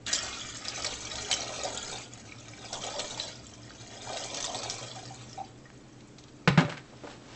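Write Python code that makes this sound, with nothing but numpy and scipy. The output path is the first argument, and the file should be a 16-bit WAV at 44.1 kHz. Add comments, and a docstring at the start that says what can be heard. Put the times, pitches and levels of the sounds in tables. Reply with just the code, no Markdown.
"""Vinegar runs from a plastic jug into a steel saucepan in three surges with a trickle between them.
Clicks and short bubble tones make the splashing and gurgling; the pan adds its ring and echoes.
The jug glugs as it is righted, then lands on the counter in two quick bumps: low thumps and noisy cracks.
Its contents slosh in short noise bursts while an arm brushes past with a soft, grainy rustle.
Throughout, a fridge hums as two steady tones and filtered noise makes the air of the small kitchen."""
import sys
import numpy as np
from scipy import signal
from scipy.fft import rfft, irfft
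from scipy.io import wavfile
from scipy.ndimage import uniform_filter1d

SR = 44100
rng = np.random.default_rng(int(sys.argv[2]) if len(sys.argv) > 2 else 0)


def dump(signal):
    """Clip the signal to [-1, 1] and save it as 16-bit WAV at the path in sys.argv[1]."""
    limited = np.clip(np.atleast_2d(signal).T, -1, 1)
    pcm = np.round(limited * 32767).astype(np.int16)
    wavfile.write(sys.argv[1], SR, pcm)


N = 324135
T = np.arange(N) / SR  # time of every sample in seconds

# Large pockets of air in the liquid. Each row: start in seconds, level in dB, pitch in Hz.
LARGE_BUBBLES = [(0.23, -32.5, 646), (0.85, -39.5, 605), (1.52, -33, 600), (1.644, -27.5, 558),
                 (1.674, -31, 642), (2.725, -30.5, 700), (2.936, -30.5, 853), (2.985, -33, 498),
                 (4.072, -28, 852), (4.478, -26, 706), (4.541, -31, 729), (4.632, -38, 820),
                 (4.96, -37, 750), (5.105, -35.5, 761), (5.376, -26.5, 767), (5.396, -25, 766)]


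def undb(db):
    """Turn decibels into a gain."""
    return 10 ** (np.asarray(db) / 20)


def unit(x):
    """Scale a sound to an rms (average strength) of 1."""
    return x / np.sqrt(np.mean(x ** 2) + 1e-20)


def curves(table):
    """Draw straight lines between the rows of a time table: one value a sample for each column."""
    seconds, *columns = np.transpose(table)
    return [np.interp(T, seconds, column) for column in columns]


def convolve(x, response):
    """Pass a sound through an impulse response, the answer of an object or room to one click."""
    return signal.fftconvolve(x, response)[:len(x)]


def colour(x, points, size=4096):
    """Filter a sound through points of (Hz, dB), never sounding ahead of its input."""
    hz, db = np.transpose(points)
    bin_hz = np.arange(size // 2 + 1) * SR / size
    log_gain = np.log(undb(np.interp(np.log(bin_hz + 1), np.log(hz), db)))
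    # Folding the cepstrum puts the filter's energy as early as possible.
    cepstrum = irfft(log_gain)
    cepstrum[1:size // 2] *= 2
    cepstrum[size // 2 + 1:] = 0
    return convolve(x, irfft(np.exp(rfft(cepstrum))))


def add(track, s, sound):
    """Mix a sound into a track at a time in seconds."""
    i = max(int(s * SR), 0)
    track[i:i + len(sound)] += sound[:max(N - i, 0)]


def fade(t60):
    """Die away by 60 dB in t60 seconds."""
    return undb(-60 * T[:int(t60 * SR) + 2] / t60)


def tail(t60):
    """Dense reflections: fading noise with a total energy of 1."""
    decay = fade(t60)
    y = decay * rng.standard_normal(len(decay))
    return y / np.linalg.norm(y)


def body(modes, ring_db, echo_db, echo_t60):
    """Impulse response of a vessel: direct sound, ringing modes and echoes, with a total energy of 1."""
    response = np.zeros(SR // 2)
    response[0] = 1  # direct sound
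    for hz, t60, db in modes:
        decay = fade(t60)[:len(response)]
        ring = decay * np.cos(2 * np.pi * hz * T[:len(decay)]) / np.linalg.norm(decay)
        response[:len(decay)] += undb(db + ring_db) * ring
    echoes = tail(echo_t60)[:len(response)]
    response[:len(echoes)] += undb(echo_db) * echoes
    return response / np.linalg.norm(response)


def bubble(hz, cycles, glide):
    """A bubble rings for some cycles; its pitch rises by the share glide as it nears the surface."""
    decay = fade(cycles / hz)
    t = T[:len(decay)]
    return decay * np.sin(2 * np.pi * hz * (t + glide * t ** 2 * hz / cycles / 2))


def burst(length, grit_db, size=6000):
    """A cluster of tiny impacts swells fast and dies away; its energy is that of rms 1 for twice its length."""
    length = max(length, 1 / 2000)  # seconds
    age = T[:size] / length
    envelope = np.sqrt(age) * np.exp(-age)
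    grit = undb(grit_db * np.repeat(rng.standard_normal(size // 20), 20))
    y = rng.standard_normal(size) * grit * envelope
    return y / np.linalg.norm(y) * np.sqrt(2 * SR * length)


def swarm(per_s, low_hz, high_hz, cycles, glide, spread_db, rise):
    """Random bubbles at random moments, later ones higher by up to the share rise as the pan fills; rms 1."""
    out = np.zeros(N)
    for when, pitch, size, life in rng.random((int(per_s * N / SR), 4)):
        hz = low_hz * (high_hz / low_hz) ** pitch * (1 + rise * when)
        gain = undb(-spread_db * np.sqrt(size))
        add(out, when * N / SR, gain * bubble(hz, cycles * (.5 + life), glide))
    return unit(out)


def impacts(per_s, spread_db):
    """Clicks at random moments, a few strong among many weak; rms 1."""
    when, size, sign = rng.random((int(per_s * N / SR), 3)).T
    clicks = np.sign(sign - .5) * undb(-spread_db * np.sqrt(size))
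    return unit(np.bincount((when * N).astype(int), clicks, N))


def steady(x, seconds):
    """Even out the slow swells of a random texture but keep its grain; rms near 1."""
    return x / np.sqrt(np.abs(uniform_filter1d(x ** 2, int(seconds * SR) + 1)) + 1e-9)


def resonance(hz, width_hz):
    """Noise shakes a narrow resonance whose centre may move; rms 1."""
    pole = np.exp(-np.pi * width_hz / SR)
    shake = rng.standard_normal(N) + 1j * rng.standard_normal(N)
    shake = signal.lfilter([1], [1, -2 * pole, pole ** 2], shake)
    phase = 2 * np.pi * np.cumsum(hz * np.ones(N)) / SR
    return unit(np.real(shake * np.exp(1j * phase)))


def wander(per_s):
    """Random values, per_s of them a second, joined by straight lines."""
    times = np.arange(0, N / SR + 1, 1 / per_s)
    return 1.1 * np.interp(T, times, rng.standard_normal(len(times)))


def stream():
    """The jet breaks into spray and drops and drags air under; all follow its flow and the covered bottom."""
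    # Strength of the stream as the jug tips. Each row: time in seconds, flow in dB.
    flow_table = [(0.04, -33.5), (0.078, 5.5), (0.36, 0), (0.6, -4.5), (0.85, 3.5), (1.0, -1.5),
                  (1.28, 0.5), (1.96, 0), (2.09, -13), (2.55, -12.5), (2.76, -1), (3.23, -1), (3.43, -14.5),
                  (3.65, -15), (4.0, -7.5), (4.11, -1.5), (4.78, -2), (5.05, -10), (5.39, -14),
                  (5.55, -25.5)]
    # Tone of each layer. Each row: frequency in Hz, level in dB.
    spray_tone = [(1200, -17.5), (2400, -17.5), (3300, 1.5), (4000, 0.5), (5000, 1), (6500, 4), (8200, 0.5)]
    patter_tone = [(120, -6), (310, -1), (430, -7), (600, -2), (950, -8.5), (1300, 0), (1800, -3),
                   (2400, 2.5), (3500, -8.5), (7000, -20.5)]
    gurgle_tone = [(150, -8.5), (350, -3), (500, -4), (750, 2), (1100, -1), (1500, -10.5), (3000, -37)]

    flow_db = curves(flow_table)[0]
    cover_s = 0.69  # the liquid covers the bottom of the pan with this time constant
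    bare = np.exp(-T / cover_s)
    # The first number is the level at 0 dB of flow over a covered bottom.
    # A bare bottom drums more and gurgles less; only a strong jet drags air under.
    spray_gain = undb(-39.5 + flow_db)
    patter_gain = undb(-47.5 + 0.89 * flow_db + 6 * bare)
    gurgle_gain = undb(-43 + 1.42 * flow_db - 22 * bare) + clouds() * undb(flow_db)

    clumps = wander(85)  # shared by the layers, so they thicken together
    fizz = swarm(per_s=650, low_hz=2620, high_hz=7810, cycles=38, glide=0.056, spread_db=24.0, rise=0)
    spray = (impacts(per_s=1500, spread_db=24) + undb(-1.5) * fizz) * undb(2.0 * clumps)
    plinks = swarm(per_s=350, low_hz=1108, high_hz=3010, cycles=29.4, glide=0.18, spread_db=13.5, rise=0)
    patter = (impacts(per_s=900, spread_db=19) + undb(-9.0) * plinks) * undb(2.1 * clumps)
    gurgle = swarm(per_s=600, low_hz=359, high_hz=882, cycles=13.6, glide=0.15, spread_db=14.5, rise=0.38)
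    gurgle = gurgle * undb(1.6 * clumps)

    layers = [(spray, spray_tone, spray_gain), (patter, patter_tone, patter_gain),
              (gurgle, gurgle_tone, gurgle_gain)]
    return sum(steady(colour(x, points), 0.14) * gain for x, points, gain in layers)


def clouds():
    """Strength of the small bubbles torn off by each glug, which swell and die away."""
    cloud_db, peak_s = -18.5, 0.019  # level against the glug, time to the peak
    out = np.zeros(N)
    age = T[:SR] / peak_s
    for s, db, _ in LARGE_BUBBLES:
        add(out, s, undb(db + cloud_db) * age * np.exp(1 - age))
    return out


def splats(count=4):
    """Big drops burst, trap a ringing bubble and throw droplets that fall back; lone drips only ring."""
    # Big drops. Each row: start in seconds, spray level in dB, bubble pitch in Hz, bubble level in dB.
    big_drops = [(0.0641, -32.5, 3750, -25), (0.129, -21.5, 5870, -13.5), (0.1333, -26, 4780, -13.5),
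                 (0.6505, -41.5, 3860, -24), (0.6823, -34, 5000, -17), (0.8455, -26, 2240, -22.5),
                 (1.1548, -33, 3660, -23), (1.3126, -17.5, 3970, -15.5), (1.6337, -32.5, 6730, -21.5),
                 (1.7739, -37, 7400, -21), (2.729, -31.5, 5670, -26), (2.8374, -40, 3110, -26),
                 (2.993, -27, 4100, -24), (3.198, -37, 3980, -15), (4.1704, -32, 3750, -21),
                 (4.237, -32.5, 4230, -27), (4.3442, -29.5, 4630, -29), (4.4027, -30, 3580, -22),
                 (4.4419, -26.5, 3550, -17), (4.5455, -30, 3560, -24.5), (4.632, -32, 3300, -28),
                 (4.6978, -31, 5500, -15)]
    # Lone small bubbles and drips. Each row: start in seconds, level in dB, pitch in Hz.
    lone_drips = [(2.136, -28, 6600), (2.3217, -33.5, 2320), (2.5353, -35.5, 2340), (3.4674, -31, 7160),
                  (3.706, -35, 1510), (5.0547, -31.5, 4760), (5.3307, -31.5, 5280), (5.655, -43, 1900),
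                  (6.185, -39, 3840)]
    droplet_db = 4.5  # against the spray
    lowest_hz, range_hz = 2990, 4570  # droplet pitches
    flight_s, flight_spread_s = 0.0052, 0.026  # shortest flight, longest extra time

    spray, rings = np.zeros(N), np.zeros(N)
    for s, db, hz, bubble_db in big_drops:
        add(spray, s, undb(db) * burst(0.0026, grit_db=3.0))
        add(rings, s + 0.000981, undb(bubble_db) * bubble(hz, cycles=45, glide=0.065))
        for lag, pitch in rng.random((count, 2)):
            droplet = bubble(lowest_hz + range_hz * pitch, cycles=37, glide=0.092)
            add(rings, s + flight_s + flight_spread_s * lag, undb(db + droplet_db) * droplet)
    for s, db, hz in lone_drips:
        add(rings, s, undb(db) * bubble(hz, cycles=38, glide=0.095))
    splash_tone = [(150, -7.5), (1800, -7.5), (3800, 2.5), (8000, 3)]  # (Hz, dB)
    return colour(spray, splash_tone) + rings


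def saucepan(x, echo_db, ring_db=-18.5, echo_t60=0.061, count=5):
    """The steel rings at fixed modes; the echoes inside keep changing as the surface heaves."""
    # Steel wall and the air in the pan. Each row: pitch in Hz, time to fade by 60 dB in seconds, level in dB.
    pan_modes = [(507, 0.082, -9.5), (644, 0.086, -5.5), (1255, 0.066, -0.5), (1887, 0.11, 2.5),
                 (2340, 0.067, -3.5), (3294, 0.2, -5), (4040, 0.16, -4), (4850, 0.15, -13.5),
                 (5200, 0.078, -13), (7780, 0.15, 0.5)]
    direct_and_ring = convolve(x, body(pan_modes, ring_db=ring_db, echo_db=-19.5, echo_t60=echo_t60))
    # Drift between several echo patterns while their total power stays even.
    weights = np.array([wander(14) for _ in range(count)])
    weights /= np.linalg.norm(weights, axis=0)
    echoes = sum(convolve(x * weight, tail(echo_t60)) for weight in weights)
    return (direct_and_ring + undb(echo_db) * echoes) / np.hypot(1, undb(echo_db))


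def glugs():
    """Large pockets of air pinch off and ring low; the churning liquid makes each one waver."""
    out = np.zeros(N)
    for s, db, hz in LARGE_BUBBLES:
        ring = bubble(hz, cycles=70, glide=0.065)
        soft_start = 1 - np.exp(-T[:len(ring)] / 0.0032)
        add(out, s, undb(db) * ring * soft_start)
    churn = 1 + 0.64 * resonance(60, width_hz=140)
    return colour(out * churn, [(200, -7.5), (500, -1.5), (900, -1.0), (2500, -23.5)])


def drone():
    """Noise-shaken resonances make the hollow low note under the pour and a deeper rumble that dies away."""
    # The hollow note. Each row: time in seconds, pitch in Hz, level in dB.
    note_table = [(0, 115, -55), (4.2, 116.8, -53.5), (5.1, 122.3, -49), (5.7, 126.6, -58)]
    # The rumble. Each row: time in seconds, level in dB.
    rumble_table = [(1.5, -57.5), (1.9, -62.5), (6, -70.5)]
    hz, note_db = curves(note_table)
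    note = undb(note_db) * steady(resonance(hz, width_hz=14.0), 0.13)
    rumble = undb(curves(rumble_table)[0]) * resonance(68, width_hz=16)
    return note + rumble


def jug():
    """The heavy jug lands on one edge, then flat: its base thumps, its shell cracks, the liquid slaps the wall."""
    # Contacts with the counter. Each row: start in seconds, thump level in dB, thump pitch in Hz,
    # thump length in seconds, crack level in dB, contact length in seconds.
    knocks = [(6.4749, -10, 161.5, 0.018, -8, 0.0064), (6.575, -8.5, 164.8, 0.026, -10.5, 0.01),
              (6.604, -22.5, 260, 0.025, -17.5, 0.0056), (6.648, -19.5, 141, 0.014, -30.5, 0.0056)]
    # Plastic shell and counter. Each row: pitch in Hz, time to fade by 60 dB in seconds, level in dB.
    shell_modes = [(480.6, 0.2, 0), (583.4, 0.16, 0.5), (834, 0.11, -5), (1250, .14, -6.5),
                   (1536, 0.076, -9), (1765, 0.16, -11), (2530, .16, -13)]
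    # Tone of the cracks. Each row: frequency in Hz, level in dB.
    crack_tone = [(80, -37), (170, 2), (290, 7.5), (430, -1), (800, -1), (1500, 0.5), (2500, -3),
                  (3500, -5.5), (8000, -21)]
    # Liquid slaps and small handling taps. Each row: start in seconds, level in dB, centre in Hz,
    # length in seconds (the shortest is raised to 0.0005).
    slosh_table = [(5.702, -33.5, 1460, 0.00054), (6.006, -50, 4000, .003), (6.181, -48, 5000, 0.0095),
                   (6.236, -49, 4500, 0.0057), (6.281, -52, 4000, 0.0076), (6.619, -18, 447, 0.011),
                   (6.677, -27.5, 496, 0.018), (6.694, -31, 2210, 0.0093), (6.717, -30, 1520, 0.013),
                   (6.77, -34.5, 2050, 0.0099), (6.925, -38, 550, 0.011), (7.035, -26, 397, 0.0093),
                   (7.069, -28.5, 1000, 0.0045)]

    thumps, cracks, slaps = np.zeros(N), np.zeros(N), np.zeros(N)
    t = T[:SR // 2]
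    for s, thump_db, hz, thump_s, crack_db, contact_s in knocks:
        # The soft base flexes, then the counter stops it.
        load = (1 - np.exp(-t / .005)) * np.exp(-(t / thump_s) ** 2)
        add(thumps, s, undb(thump_db) * load * np.sin(2 * np.pi * hz * t))
        dulling = [(1500, 0), (8000, -600 * contact_s)]  # a longer contact is duller
        add(cracks, s, undb(crack_db) * colour(burst(contact_s, grit_db=2.5), dulling))

    # The liquid-loaded base rings on after the first bump.
    base_hz, base_db, base_t60_s, base_lag_s = 141, -21.5, 0.44, 0.028
    decay = fade(base_t60_s)
    base_ring = decay * np.sin(2 * np.pi * base_hz * T[:len(decay)])
    add(thumps, knocks[0][0] + base_lag_s, undb(base_db) * base_ring)

    for s, db, hz, length in slosh_table:
        band = [(hz / 8, -18), (hz / 2, -2), (hz, 2.5), (hz * 3, -13), (hz * 10, -32)]
        add(slaps, s, undb(db) * colour(burst(length, grit_db=4), band))
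    shell = body(shell_modes, ring_db=-23, echo_db=-12.5, echo_t60=0.21)
    return thumps + convolve(colour(cracks, crack_tone) + slaps, shell)


def rustle():
    """The arm brushes past: dense tiny clicks give a fine, soft grain."""
    # Strength of the brushing. Each row: time in seconds, level in dB.
    rustle_table = [(6.7, -64.5), (7.04, -54.5), (7.11, -46), (7.2, -58), (7.35, -47)]
    # Tone of the brushing. Each row: frequency in Hz, level in dB.
    rustle_tone = [(100, -6), (300, -0.5), (850, -5), (1500, -7.5), (4000, -10.5), (8000, -18.5)]
    grain = unit(colour(impacts(per_s=5000, spread_db=11.5), rustle_tone))
    return grain * undb(curves(rustle_table)[0])


def kitchen(x):
    """Add short reverberation (fading noise echoes), the air of the room and the fridge's steady tones."""
    # Tone of the room's air. Each row: frequency in Hz, level in dB.
    air_tone = [(25, -11.5), (85, -11), (125, -12), (220, -3), (320, -6.5), (450, -11), (700, -17),
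                (2000, -28.5), (4000, -34), (8000, -30)]
    # Fridge tones. Each row: pitch in Hz, rms level in dB.
    fridge_tones = [(120, -62.5), (297, -62)]
    echoes = np.r_[np.zeros(SR // 200), tail(.42)]  # they start after 5 ms
    wet = colour(convolve(x, echoes), [(100, -6.5), (400, 0.5), (8000, -2.5)])
    air = unit(colour(rng.standard_normal(N), air_tone)) * undb(-53)
    hum = sum(np.sqrt(2) * undb(db) * np.sin(2 * np.pi * hz * T) for hz, db in fridge_tones)
    return x + undb(-10.0) * wet + air + hum


def scene():
    """Mix everything heard from beside the pan."""
    pour = saucepan(stream(), echo_db=2.0) + saucepan(splats(), echo_db=-0.5) + glugs() + drone()
    return kitchen(pour + jug() + rustle())[None]


def record(dry):
    """A small microphone rounds the loudest peaks and cuts off the highest treble."""
    top_hz = 8080
    rounded = .5 * np.tanh(dry / .5)
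    low_pass = signal.ellip(12, .2, 70, top_hz, fs=SR, output="sos")
    return signal.sosfilt(low_pass, rounded)


dry = scene()
out = record(dry)
dump(out)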